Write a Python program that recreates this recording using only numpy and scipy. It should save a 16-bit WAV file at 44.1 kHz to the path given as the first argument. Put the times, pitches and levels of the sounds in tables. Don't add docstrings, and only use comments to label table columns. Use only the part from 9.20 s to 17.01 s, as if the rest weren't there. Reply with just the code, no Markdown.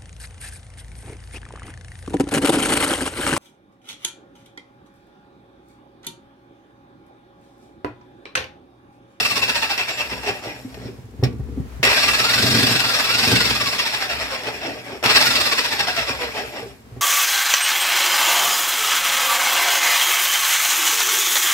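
import sys
import numpy as np
from scipy import signal
from scipy.fft import rfft, irfft, next_fast_len
from scipy.io import wavfile
from scipy.ndimage import uniform_filter1d, map_coordinates

SR = 44100
rng = np.random.default_rng(int(sys.argv[2]) if len(sys.argv) > 2 else 0)


def wrap_up_sound(samples):
    columns = np.atleast_2d(samples).T
    tamed = np.clip(columns, -1, 1)
    steps = np.round(tamed * 32767).astype(np.int16)
    wavfile.write(sys.argv[1], SR, steps)


def convert_level_to_amplitude(level_db):
    exponent = np.asarray(level_db, float) / 20
    return 10 ** exponent


N = 344411

# teeth/Hz, loaded level/dB, depth/dB, casing/dB rel, gear case/dB rel
GEAR_BY_SPEED = [(0, -63, 3, 2, -1.5), (120, -44.5, 12, 0, -4), (274, -29.5, 8.5, -.5, -7.5),
                 (420, -25, 8, -4, -6), (690, -22.5, 6.5, -11, -2.5), (1090, -22.5, 7.5, -12, 1.5),
                 (1450, -22.5, 5.5, -12, 3), (1700, -22, 4.5, -10.5, 4.5)]
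# teeth/Hz, barrel/dB rel, whine/dB rel, fan/dB, bench rattle/dB
SINGING_BY_SPEED = [(0, -25, -10, -74, -44.5), (151, -29, -13, -56.5, -45.5),
                    (333, -6.5, -7.5, -49.5, -42.5), (500, -14, -7, -45.5, -45),
                    (910, -6.5, -6, -40.5, -44.5), (1300, -4, -5, -35, -39), (1476, -3.5, -1.5, -33.5, -34),
                    (1657, -6, -0.5, -32, -20.5)]
# t/s, half length/s, load/dB, barrel ring/dB
HARD_TURNS = [(0.027, 0.034, 1, -1), (.81, 0.039, 0, 4.5), (1.094, 0.029, 4.5, 1), (1.27, .06, 0.5, -6),
              (1.55, .06, -3.5, -3), (1.676, 0.061, 10, -2), (2.734, 0.11, 1, 1), (3.07, 0.083, 1, 1),
              (5.143, .05, 0.5, 4.5), (5.284, 0.06, -1, -5), (5.46, 0.093, 3.5, -1),
              (5.703, 0.15, -0.5, -10), (5.909, 0.012, 3, 0), (5.966, .02, 2.5, 2), (7.2, .06, 0.5, 0),
              (7.38, 0.11, -2, -2)]
SURGE_S = .3


def unit(x):
    return x / np.sqrt(np.mean(x ** 2) + 1e-20)


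def along(points, hz):
    f, v = np.transpose(points)
    return np.interp(np.log(hz + 1), np.log(f + 1), v)


def curves(rows):
    s, *cols = np.transpose(sorted(map(tuple, rows)))
    return [np.interp(np.arange(N) / SR, s, c) for c in cols]


def wobble(rate):
    knots = rng.standard_normal(int(N * rate / SR) + 4)
    return map_coordinates(knots, [np.arange(N) * rate / SR])


def swell(s, half):
    return np.exp(-((np.arange(N) / SR - s) / half) ** 2)


def filtered(x, response):
    m = next_fast_len(N + SR // 2)
    return irfft(rfft(x, m) * response(np.fft.rfftfreq(m, 1 / SR)), m)[..., :N]


def coloured(x, spectrum):
    return unit(filtered(x, lambda hz: convert_level_to_amplitude(along(spectrum, hz))))


def ringing(modes, hz):
    return sum((-1) ** k * convert_level_to_amplitude(db) * 1j * hz * width / (centre * centre - hz * hz + 1j * hz * width)
               for k, (centre, width, db) in enumerate(modes))


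def taps(rate_hz, scatter, spread_db):
    turns = np.cumsum(rate_hz) / SR
    whole = np.arange(1, int(turns[-1]))
    luck = rng.standard_normal((len(whole), 2))
    at = np.searchsorted(turns, whole + scatter * luck[:, 0])
    return unit(np.bincount(at, convert_level_to_amplitude(spread_db * luck[:, 1]), N + 1)[:N])


def patchy(x, depth_db):
    z = signal.stft(x, nperseg=512)[2]
    field = rng.standard_normal(z.shape[1:])
    field = uniform_filter1d(uniform_filter1d(field, size=2, axis=0), size=5, axis=1)
    patched = z * convert_level_to_amplitude(depth_db * unit(field))
    power_ratio = np.mean(abs(patched) ** 2, (0, 1)) / np.mean(abs(z) ** 2, (0, 1))
    return signal.istft(patched / np.sqrt(power_ratio), nperseg=512)[1][:, :N]


def motor():
    # t/s, teeth/Hz
    coast = [(0, 1318.6), (.3, 1037.4), (.66, 698.7), (1.1, 385), (1.35, 256.1), (1.75, 86.8), (1.95, 0)]
    first_run = [(2.62, -0.0), (2.71, 894.4), (2.79, 1186.4), (2.95, 1258.2), (3.07, 1412.3),
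                 (3.24, 1670.5), (3.44, 1714.1), (3.6, 1496.4)]
    second_run = [(3.8, 1291.6), (4.1, 1662.3), (4.32, 1318.5), (4.6, 1012.6), (4.89, 737.8), (5.2, 480),
                  (5.45, 311.9), (5.83, 216)]
    third_run = [(5.86, 700), (5.92, 985), (6.07, 1508), (6.3, 1174.2), (6.55, 879.5), (7.02, 473.6),
                 (7.24, 380.4), (7.5, 200), (7.7, 0)]
    trigger_s = [-1, 2.627, 3.8, 5.834]
    # starting surge/dB, level/dB, depth factor, barrel ring/dB
    pull_settings = [
        (4, -1, 1.17, 7),
        (5.5, 0, 0.95, -1),
        (0.5, -.5, 0.95, 0),
        (4.5, 1, 1.04, -2.5),
    ]
    teeth_per_turn, first_turn = 68.5, .2463
    mesh_hz, = curves(coast + first_run + second_run + third_run)
    turns = first_turn + np.cumsum(mesh_hz) / SR / teeth_per_turn
    t = np.arange(N) / SR
    rows = np.c_[trigger_s, pull_settings].T
    start, *pull = rows[:, np.searchsorted(rows[0], t) - 1]
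    since = t - start
    kick_hz = 1000 * (1 - np.exp(-since / .008)) * np.exp(-since / 0.15)
    return mesh_hz, turns, since, np.maximum(mesh_hz, kick_hz), pull


def by_speed(rows, felt_hz):
    hz, *cols = np.transpose(rows)
    return [np.interp(felt_hz, hz, c) for c in cols]


def per_turn(turns):
    return np.interp(turns - .4, np.arange(200), rng.standard_normal(200))


def load():
    cushion = [(0, 0.04), (.05, 0), (.09, 0.47), (.3, 0.97), (.42, 0.88), (.58, 0.4), (.75, 0.37),
               (1, 0.09)]
    _, turns, since, felt_hz, (surge_db, level_db, deep, _) = motor()
    full_db, depth_db = by_speed(GEAR_BY_SPEED, felt_hz)[:2]
    share = np.interp(turns % 1, *np.transpose(cushion))
    settled = 1 - 0.97 * np.exp(-(since / 0.15) ** 2) * (surge_db > 1)
    full_db = full_db + level_db + surge_db * np.exp(-(since / SURGE_S) ** 2) + 0.79 * per_turn(turns)
    full_db = full_db + sum(db * swell(s, half) for s, half, db, _ in HARD_TURNS)
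    crisp = 1.12
    return full_db - (1 - share) * depth_db * deep * settled * crisp


def squeeze(load_db):
    return np.clip(load_db - uniform_filter1d(load_db, size=SR // 8), -9, 9)


def gear_teeth(load_db):
    mesh_hz = motor()[0]
    teeth = np.array([taps(mesh_hz, scatter=.35, spread_db=4.0) for _ in range(3)])
    teeth = teeth + 0.25 * taps(mesh_hz / 9, scatter=.5, spread_db=4.5)
    grind = .9 * rng.standard_normal((3, N))
    return unit(teeth + grind) * convert_level_to_amplitude(load_db + .25 * squeeze(load_db) - .6 + .8 * wobble(90))


def slack_clacks():
    # t/s, peak/dB, decay t60/s
    clack_events = [(0.5781, -13, 0.021), (1.0324, -20.5, 0.037), (1.5434, -29.5, 0.054),
                    (2.0364, -18, 0.1), (2.127, -43, 0.033), (2.6299, -5, 0.068), (2.651, -12, 0.038),
                    (5.235, -16.5, 0.019), (5.8277, -15, 0.023), (5.8396, -7.5, 0.029), (5.8601, -5, 0.035),
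                    (5.9404, -22, 0.043), (6.5934, -11, 0.034), (6.766, -13, 0.026)]
    clacks = np.zeros((3, N))
    t = np.arange(SR // 5) / SR
    for s, db, t60 in clack_events:
        start = round(s * SR)
        burst = convert_level_to_amplitude(db - 6.5 - 60 * t / max(t60, .004)) * rng.standard_normal((3, len(t)))
        clacks[:, start:start + len(t)] = burst
    return clacks


def rotor_whine(load_db):
    mesh_hz, turns, since, felt_hz, pull = motor()
    whine_db = by_speed(SINGING_BY_SPEED, felt_hz)[1] + 2.5 * per_turn(turns)
    whine_db = whine_db - 2.7 * pull[0] * np.exp(-(since / 0.11) ** 2)
    bend = 1 - 0.00427 * squeeze(load_db) + 0.01606 * wobble(60)
    phase = 2 * np.pi * np.cumsum((.935 * mesh_hz + 45) * bend) / SR
    tone = np.sin(phase) + 0.64 * np.sin(2 * phase)
    return convert_level_to_amplitude(load_db + 1.3 * squeeze(load_db) + whine_db - 5.5 + 2.2 * wobble(45)) * tone


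def hammer(load_db):
    # f/Hz, width/Hz, level/dB
    housing_modes = [(259, 20, -2), (441, 20, 1), (602, 26, -5), (799.6, 20, -0.5), (1310, 36, -17),
                     (1630, 56, 0.5), (1946, 23, -6), (2437, 20, 0.5), (3400, 20, -18), (3980, 31, -4),
                     (4344, 47, -29), (4795, 160, -2), (5459, 41, -3), (8260, 440, 3)]
    # f/Hz, level/dB
    casing_colour = [(150, -29), (300, -7), (450, 0), (700, -1), (900, -3), (1200, -53)]
    body_colour = [(500, -26.5), (900, -4), (1300, -0.5), (2500, 3), (3400, -5), (4000, -49)]
    gear_colour = [(2900, -17.5), (3600, 1), (4600, 1.5), (5580, -2), (5750, -10.5), (9000, -19.5),
                   (15000, -22.5)]
    # f/Hz, width/Hz, level/dB
    cylinder_modes = [(5500, 90, 0)]
    # f/Hz, width/Hz, level/dB
    barrel_modes = [(2680, 52, 0)]
    _, turns, since, felt_hz, pull = motor()
    casing_db, gear_db = by_speed(GEAR_BY_SPEED, felt_hz)[2:]
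    gear_db = gear_db - 0.41 * pull[0] * np.exp(-since / SURGE_S)
    barrel_db = by_speed(SINGING_BY_SPEED, felt_hz)[0] + pull[-1] + 1.6 * per_turn(turns)
    barrel_db = barrel_db + sum(db * swell(s, half) for s, half, _, db in HARD_TURNS)
    cylinder_db = 0.51 * casing_db + 0.4 * pull[-1] - 14 - 0.12 * squeeze(load_db)

    def shell(colour):
        return lambda hz: (ringing(housing_modes, hz) + convert_level_to_amplitude(-7.5)) * convert_level_to_amplitude(along(colour, hz))

    parts = ((shell(casing_colour), casing_db),
             (shell(body_colour), -1.2),
             (shell(gear_colour), gear_db),
             (lambda hz: ringing(cylinder_modes, hz), cylinder_db),
             (lambda hz: ringing(barrel_modes, hz), barrel_db - 1.5 + .55 * squeeze(load_db)))
    grid_hz = np.fft.rfftfreq(4096, 1 / SR)

    def struck(x):
        return sum(filtered(x * convert_level_to_amplitude(db), ring) / np.sqrt(np.mean(abs(ring(grid_hz)) ** 2))
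                   for ring, db in parts)

    clacks = slack_clacks()
    clatter = patchy(struck(gear_teeth(load_db)), depth_db=2.6)
    return clatter + struck(clacks) + .18 * clacks + rotor_whine(load_db)


def fan(load_db):
    # f/Hz, density/dB per Hz
    air_colour = [(3410, -5.5), (5800, -4), (6410, -7), (6960, -0.5), (7980, -2), (8670, -7), (10400, -8),
                  (12300, -3.5), (15600, -24)]
    mesh_hz, _, since, felt_hz, (surge_db, pull_db, *_) = motor()
    hiss = rng.standard_normal((3, N)) + .2 * taps(np.full(N, 900.), scatter=.6, spread_db=4)
    hiss = hiss + .1 * taps(mesh_hz / 11, scatter=.6, spread_db=2)
    air_db = by_speed(SINGING_BY_SPEED, felt_hz)[2] + 0.37 * pull_db
    air_db = air_db + 1.6 * surge_db * np.exp(-since / SURGE_S)
    level_db = air_db + 0.54 * squeeze(load_db) + 1.1 * wobble(25) + 3
    return convert_level_to_amplitude(level_db) * patchy(coloured(hiss, air_colour), depth_db=4.0)


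def bench_shake(load_db):
    # f/Hz, width/Hz, level/dB
    top_modes = [(114.8, 20.5, -1.5), (183.5, 9.5, -5), (230.5, 36, -5.5), (270.7, 27.6, -2),
                 (330, 132, -10), (481, 43, -8)]
    # f/Hz, level/dB
    sway_colour = [(25, -45), (48, -16), (66, 0), (82, -12), (105, -35), (200, -100)]
    # t/s, half length/s, rattle/dB, sway/dB
    nudges = [(.25, 0.087, -45, -56), (.95, .08, -42.5, -42), (1.657, 0.15, -43, -42),
              (2.083, 0.063, -27, -35), (2.278, .2, -38.5, -27), (2.624, 0.084, -50, -30),
              (2.896, .08, -44, -36), (3.25, 0.11, -40, -34), (4.138, 0.044, -28, -38),
              (4.3, 0.17, -37.5, -33.5), (5, .08, -53, -36), (5.867, 0.086, -44, -43),
              (6.155, 0.067, -42, -35), (6.9, 0.24, -47.5, -43), (7.78, .1, -51, -44)]
    rattle = convert_level_to_amplitude(by_speed(SINGING_BY_SPEED, motor()[0])[3])
    rattle = rattle + sum(convert_level_to_amplitude(db) * swell(s, half) for s, half, db, _ in nudges)
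    sway = convert_level_to_amplitude(-48.5) + sum(convert_level_to_amplitude(db) * swell(s, half) for s, half, _, db in nudges)
    blows = taps(np.full(N, 120.), scatter=0.221, spread_db=4.5) * convert_level_to_amplitude(1.08 * squeeze(load_db))
    chatter = filtered(blows, lambda hz: ringing(top_modes, hz) / (1 + 1j * hz / 600) ** 2)
    return rattle * unit(chatter) + sway * convert_level_to_amplitude(-2.0) * coloured(rng.standard_normal(N), sway_colour)


def murk():
    # f/Hz, density/dB per Hz
    room_colour = [(200, -28), (350, -8.5), (600, -3), (1100, -7.5), (2100, -12), (3500, -17.5),
                   (6500, -21.5), (10000, -25), (15600, -28)]
    return convert_level_to_amplitude(-51.5 + 1.5 + 2.0 * wobble(7.8)) * coloured(rng.standard_normal((2, N)), room_colour)


def chirr():
    period_s = .0553
    beat = (np.arange(N) / SR - 2.24) / period_s % 1
    puffs = convert_level_to_amplitude(-60 * beat * period_s / .04) * rng.standard_normal((2, N))
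    return convert_level_to_amplitude(-69) * coloured(puffs, [(2500, -40), (5000, 0), (15600, -5)])


def squeaks():
    # t/s, half length/s, f/Hz, level/dB
    chirps = [
        (.62, .03, 8000, -50),
        (.735, 0.039, 7400, -34),
        (1.02, .03, 8600, -51),
        (1.09, .04, 5600, -43),
    ]
    t = np.arange(N) / SR
    rough = np.cumsum(wobble(500)) * 2 * np.pi * 90 / SR
    out = np.zeros(N)
    for s, half, hz, db in chirps:
        phase = 2 * np.pi * hz * (t - s) * (1 - .15 * (t - s)) + rough
        out += convert_level_to_amplitude(db + 2.5 * wobble(83)) * swell(s, half) * np.sin(phase)
    return out


def knocks():
    # t/s, peak/dB, f/Hz, t60/s, plate boom/dB rel
    knock_events = [(1.265, -26, 570, 0.12, -8), (1.448, -20.5, 259, 0.15, -15),
                    (1.573, -27, 420, 0.081, -8), (1.685, -19.5, 382, 0.063, -17),
                    (1.785, -23.5, 120, 0.067, -20), (1.841, -27, 106.5, 0.14, -17),
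                    (1.992, -14.5, 98, 0.09, -22), (2.027, -9.5, 124, 0.26, -1.5),
                    (2.195, -10, 118, 0.053, -20), (2.374, -13.5, 262, 0.092, -18),
                    (2.398, -10, 146, 0.052, -22), (2.597, -18.5, 132, 0.09, -17),
                    (5.478, -23, 276, 0.1, -19), (5.727, -24, 405, 0.11, -8), (5.753, -22, 398, 0.082, -19),
                    (7.209, -21.5, 414, 0.09, -17), (7.388, -29, 400, 0.082, -10),
                    (7.424, -23, 459, 0.17, -14), (7.459, -26, 399, 0.13, -21),
                    (7.723, -27, 110.8, 0.083, -15), (7.765, -32, 121, 0.11, 1.5)]
    # f/Hz, level/dB, t60/s
    plate_modes = [(118, 1, 0.19), (262, 2, 0.084), (382, 4, 0.075), (470, -5, 0.055), (620, -16, 0.11),
                   (780, -12, 0.11), (1145, -23, 0.26), (1870, -26, .2)]
    out = np.zeros(N)
    t = np.arange(SR // 2) / SR
    soft = 1 - np.exp(-t / 0.0015)
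    for s, db, hz, t60, boom_db in knock_events:
        plate = sum(convert_level_to_amplitude(level + boom_db - 60 * t / ring_s) * np.sin(2 * np.pi * f * t)
                    for f, level, ring_s in plate_modes)
        thump = convert_level_to_amplitude(-60 * t / max(t60, .01)) * np.sin(2 * np.pi * hz * t)
        scrape = convert_level_to_amplitude(-38 - 60 * t / .05) * rng.standard_normal(len(t))
        start = round(s * SR)
        out[start:][:len(t)] += (convert_level_to_amplitude(db - 2.0) * soft * (plate + thump + scrape))[:N - start]
    return out


def ports(x):
    # f/Hz, share 0-1
    likeness = [(100, 0.76), (500, 0.93), (900, 0.96), (1500, 0.28), (5500, 0.48), (6500, 0.072),
                (15000, 0.092)]
    # f/Hz, level/dB
    lean = [(60, -12), (110, 6), (200, -7), (380, 1.5), (700, -2), (1290, 1.5), (2380, 0.5), (4400, 1),
            (8120, 1.5), (15000, -1)]
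    lag = 6.87
    side = np.array([[.5], [-.5]])
    share = lambda hz: np.clip(along(likeness, hz), 0, 1)
    common = filtered(x[0], lambda hz: np.sqrt(share(hz)) * np.exp(2j * np.pi * hz * side * lag / SR))
    own = filtered(x[1:], lambda hz: np.sqrt(1 - share(hz)))
    return filtered(common + own, lambda hz: convert_level_to_amplitude(side * along(lean, hz)))


def shop(x):
    # f/Hz, t60/s
    decay = [(200, .25), (1500, .28), (10000, .1)]
    # f/Hz, level/dB
    wet_colour = [(30, -16), (70, -8), (250, -10.5), (1000, -11), (9000, -11)]
    hz, t, z = signal.stft(rng.standard_normal((2, SR // 3)), SR, nperseg=256)
    tail = signal.istft(z * convert_level_to_amplitude(-60 * t / along(decay, hz)[:, None]), SR, nperseg=256)[1]
    wet = signal.fftconvolve(x[None], tail / np.linalg.norm(tail[0]), axes=1)[:, :N]
    return filtered(wet, lambda f: convert_level_to_amplitude(along(wet_colour, f)))


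def scene():
    load_db = load()
    tool = hammer(load_db) + fan(load_db)
    top = bench_shake(load_db) + knocks()
    wide = convert_level_to_amplitude(-11) * filtered(top, lambda hz: np.array([[1j], [-1j]]) / (1 + (hz / 220) ** 2))
    heard = ports(tool) + top + wide + shop(tool[0] + top)
    bearing = ports(np.tile(squeaks(), (3, 1)))
    return convert_level_to_amplitude(-1.17) * (heard + murk() + chirr() + bearing)


def roll_off(x):
    return signal.sosfilt(signal.butter(12, 15780, fs=SR, output="sos"), x)


def record(dry):
    heard = filtered(dry, lambda hz: (hz < 15780) * (1j * hz / (35 + 1j * hz)) ** 2)
    heard = heard / (1 + abs(heard / .95) ** 6) ** (1 / 6)
    return roll_off(heard)


dry = scene()
out = record(dry)
wrap_up_sound(out)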